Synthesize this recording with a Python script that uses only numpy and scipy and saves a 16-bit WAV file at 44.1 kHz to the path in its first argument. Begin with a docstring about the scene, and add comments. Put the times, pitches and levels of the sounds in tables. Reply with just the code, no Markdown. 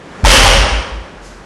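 """A bare timber garage, one microphone close to a wooden lifting platform. The lifter stirs faintly.
At 0.23 s a loaded barbell lands: the floor booms, plates knock and clatter on their sleeves, the steel
rings and the room prolongs it. The microphone overloads hard, so the boom chops the clatter.
The bar bounces to rest in ever weaker surges, and at 1.2 s a shoe brushes the floor."""
import sys
import numpy as np
from scipy import signal
from scipy.fft import rfft, irfft
from scipy.io import wavfile

SR = 44100
rng = np.random.default_rng(int(sys.argv[2]) if len(sys.argv) > 2 else 0)


def unload_audio(sound):
    """Save the sound as a 16-bit wav file, at the path given as the first command line argument."""
    columns = np.transpose(np.atleast_2d(sound))
    # keep every value between -1 and 1, then stretch to whole-number steps
    steps = np.round(np.clip(columns, -1, 1) * 32767)
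    wavfile.write(sys.argv[1], SR, steps.astype(np.int16))


N = 63945


def undb(db):
    """Decibels to gain."""
    return 10 ** (np.asarray(db) / 20)


def unit(x):
    """Scale to an rms of one."""
    return x / np.sqrt(np.mean(x ** 2))


def since(start):
    """Seconds since a moment, zero before it."""
    return np.maximum(np.arange(N) / SR - start, 0)


def fade(t, t60):
    """Exponential decay, 60 dB down after t60."""
    return np.exp(-np.log(1000) * t / t60)


def curve(points, size=N):
    """Spread (Hz, value) points over the bins of an FFT, along a log-frequency axis."""
    hz = np.arange(size // 2 + 1) * SR / size
    freqs, values = np.array(points, float).T
    return np.interp(np.log(np.maximum(hz, 1)), np.log(freqs), values)


def noise(colour):
    """Steady noise with the given (Hz, dB) colour and an rms of one."""
    return unit(irfft(rfft(rng.standard_normal(N)) * undb(curve(colour)), N))


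def response(colour, size=8192):
    """Minimum-phase impulse response with the given (Hz, dB) colour and an energy of one."""
    cepstrum = irfft(np.log(undb(curve(colour, size))))
    cepstrum[1:size // 2] *= 2
    cepstrum[size // 2 + 1:] = 0
    impulse = irfft(np.exp(rfft(cepstrum)))
    return impulse / np.linalg.norm(impulse)


def convolve(x, impulse):
    """Pass a sound through an impulse response."""
    return signal.fftconvolve(x, impulse)[:N]


# surges of the platform, close to the microphone
# (time [s], pitch [Hz], level [dB], hold [s], release t60 [s])
FLOOR_SURGES = [(0.2331, 44.4, 7, 0.059, 0.26), (0.376, 42.7, -1.5, 0.068, 0.15),
                (0.429, 86.5, -5.5, 0.03, 0.36), (0.469, 42, -2, 0.034, 0.44),
                (0.568, 51, -5.5, 0.075, 0.12), (0.71, 52.6, -10.5, 0.081, 0.12),
                (0.908, 53, -19.5, 0.086, 0.22), (1.141, 45, -34, 0.23, 0.54)]
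BOOM_ATTACK_S, SQUASH_HZ, SQUASH_S = 0.0133, 98.6, 0.00825
def floor_boom():
    """The platform swings at a low note; harder blows squash the rubber more and start higher."""
    boom = 0
    hardest_db = max(row[2] for row in FLOOR_SURGES)
    for start, hz, db, hold, t60 in FLOOR_SURGES:
        t = since(start)
        extra_hz = SQUASH_HZ * undb(db - hardest_db) ** 2
        cycles = hz * t + extra_hz * SQUASH_S * (1 - np.exp(-t / SQUASH_S))
        envelope = np.minimum(t / BOOM_ATTACK_S, 1) * fade(since(start + hold), t60)
        boom -= undb(db) * envelope * np.sin(2 * np.pi * cycles)
    return boom


# blows that shake the plates on the sleeves (time [s], relative level [dB], t60 [s])
PLATE_BLOWS = [(0.2386, -18, 0.24), (0.2495, -5, 0.51), (0.3, 0, 0.24), (0.433, -8, 0.23),
               (0.478, -12, 0.083), (0.527, -12.5, 0.2), (0.672, -28, 0.38)]
def sleeve_rattle(clicks_per_s=2500, scatter_db=4):
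    """Loose plates chatter after each blow: random clicks that drive the clatter and the ring."""
    hits = rng.random(N) < clicks_per_s / SR
    signs = rng.choice([-1, 1], N)
    strengths = undb(scatter_db * rng.standard_normal(N))
    power = sum((undb(db) * (since(0) > start) * fade(since(start), t60)) ** 2
                for start, db, t60 in PLATE_BLOWS)
    return unit(hits * signs * strengths) * np.sqrt(power)


# colour of the plates at close range (frequency [Hz], relative level [dB])
PLATE_COLOUR = [(40, -1.5), (90, 10.5), (130, -8), (220, -7.5), (310, -7), (400, -7.5), (540, 0.5),
                (660, -4.5), (800, -1), (1250, -1.5), (1900, -3.5), (2700, -1), (3200, -0.5), (3650, -7.5),
                (4700, -6), (5200, -4.5), (5600, -4), (6200, -10), (7800, -18.5), (9300, -13.5),
                (12000, -61), (16000, -30)]
def plate_clatter(rattle, gain_db=6):
    """The clicks fill the garage, coloured by the body of the plates."""
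    in_room = convolve(rattle, garage())
    return undb(gain_db) * convolve(in_room, response(PLATE_COLOUR))


# modes of the bar and hubs (frequency [Hz], relative level [dB], t60 [s])
STEEL_MODES = [(510, -24, 1.0), (597, -6, 0.5), (860, 17, 0.32), (1088, -14, 0.86), (1461, 15, 0.74),
               (2116, 14, 0.41), (2400, 9, 0.24), (2270, -1, 0.45), (2800, 7, 0.47), (3064, 18.5, 0.22),
               (4380, -10, 0.42), (5000, 3.5, 0.64), (5550, 3, 0.84), (6938, -17, 0.64)]
def steel_ring(rattle, rms_db=-18.5):
    """Every click sets the steel ringing in its decaying modes."""
    t = since(0)
    ring = sum(undb(db) * np.sin(2 * np.pi * hz * t) * fade(t, t60) for hz, db, t60 in STEEL_MODES)
    return undb(rms_db) * unit(convolve(rattle, ring))


# plate faces meeting, heard close and dry (time [s], pitch [Hz], level [dB], t60 [s])
FACE_KNOCKS = [(0.2475, 892, 12, 0.057), (0.268, 574, 6, 0.069), (0.456, 805, 6, 0.08),
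               (0.492, 517.7, -5.5, 0.22), (0.545, 553, -7, 0.24)]
def plate_knocks(attack_s=0.0013):
    """Short hollow notes as the plates slap together."""
    knocks = 0
    for start, hz, db, t60 in FACE_KNOCKS:
        t = since(start)
        envelope = (1 - np.exp(-t / attack_s)) * fade(t, t60)
        knocks += undb(db) * envelope * np.sin(2 * np.pi * hz * t)
    return knocks


# reverberation between the bare timber walls (frequency [Hz], t60 [s])
GARAGE_DECAY = [(60, 1.14), (600, 1.228), (1500, 1.02), (3000, 0.9), (5500, 0.73), (9000, 0.68),
                (15000, 0.39)]
def garage(build_s=0.0083, direct_db=-3):
    """Room response: the direct sound, then dense reflections that build up and die sooner in the treble."""
    t = since(0)
    spectrum = rfft(rng.standard_normal(N))
    room = 0
    for band_hz, t60 in GARAGE_DECAY:
        band = curve([(hz, hz == band_hz) for hz, _ in GARAGE_DECAY])
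        room += irfft(spectrum * band, N) * fade(t, t60)
    room *= 1 - np.exp(-t / build_s)
    room /= np.linalg.norm(room)
    room[0] += undb(direct_db)
    return room


# rumble of the building around the platform (frequency [Hz], relative level [dB])
TIMBER_COLOUR = [(15, -32), (36, 14), (62, -24), (95, -26), (170, 2), (600, -67)]
def timber_rumble(level_db=-7, t60=0.65):
    """The first blow sets the timber building rumbling between the surges."""
    t = since(FLOOR_SURGES[0][0])
    envelope = np.minimum(t / BOOM_ATTACK_S, 1) * fade(t, t60)
    return undb(level_db) * envelope * noise(TIMBER_COLOUR)


# clothes and shoes by the bar (time [s], level [dB], rise [s], t60 [s])
BRUSH_STROKES = [(0.06, -51, 0.2, 0.86), (1.209, -38.5, 0.047, 0.75)]
# colour of their hiss (frequency [Hz], relative level [dB])
BRUSH_COLOUR = [(500, 5), (3000, -9), (4200, -3), (4900, 1), (6800, 0), (8500, -6.5), (11500, -14),
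                (14000, -35)]
def lifter_brushes():
    """Light friction hiss as the lifter moves and steps back."""
    envelope = sum(undb(db) * np.minimum(since(start) / rise, 1) * fade(since(start + rise), t60)
                   for start, db, rise, t60 in BRUSH_STROKES)
    return envelope * noise(BRUSH_COLOUR)


# room tone of the garage (frequency [Hz], relative level [dB])
ROOM_TONE_COLOUR = [(25, -10), (60, 4), (110, -2.5), (170, 6.5), (220, 1.5), (400, 1.5), (800, -3.5),
                    (1600, -5), (2500, -12.5), (3800, -18.5), (6500, -24), (10000, -33), (12000, -44),
                    (15000, -60)]
# its level at the microphone (time [s], level [dB])
ROOM_TONE_LEVEL = [(0, -34.5), (0.2, -29.5), (0.9, -34), (1.2, -34.5), (1.45, -35.5)]
def room_tone():
    """Dull ambient noise, a little louder as the bar comes down."""
    times, levels_db = np.array(ROOM_TONE_LEVEL).T
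    return noise(ROOM_TONE_COLOUR) * undb(np.interp(since(0), times, levels_db))


def scene():
    """Everything reaches one close microphone; both channels are the same."""
    floor = floor_boom() + timber_rumble()
    rattle = sleeve_rattle()
    barbell = plate_clatter(rattle) + steel_ring(rattle) + plate_knocks()
    mono = floor + barbell + lifter_brushes() + room_tone()
    return np.array([mono, mono])


# response of the recorder after the overload (frequency [Hz], gain [dB])
RECORDER_RESPONSE = [(11500, -1.5), (12300, -12), (16000, -12.5)]
CLIP_LEVEL, CLIP_SLOPE_DB, TOP_HZ = 0.7, -36, 16000
def record(dry):
    """This close, the mono input clips almost flat; then the recorder dulls and cuts the top."""
    oversampled = signal.resample_poly(dry[0], 2, 1)
    flat = np.clip(oversampled, -CLIP_LEVEL, CLIP_LEVEL)
    leak = undb(CLIP_SLOPE_DB) * (oversampled - flat)  # a little of each peak still gets through
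    clipped = signal.resample_poly(flat + leak, 1, 2)
    size = 2 ** 17
    hz = np.arange(size // 2 + 1) * SR / size
    top_cut = 1 / np.sqrt(1 + (hz / TOP_HZ) ** 160)
    gain = undb(curve(RECORDER_RESPONSE, size)) * top_cut
    mono = irfft(rfft(clipped, size) * gain)[:N]
    return np.array([mono, mono])


dry = scene()
out = record(dry)
unload_audio(out)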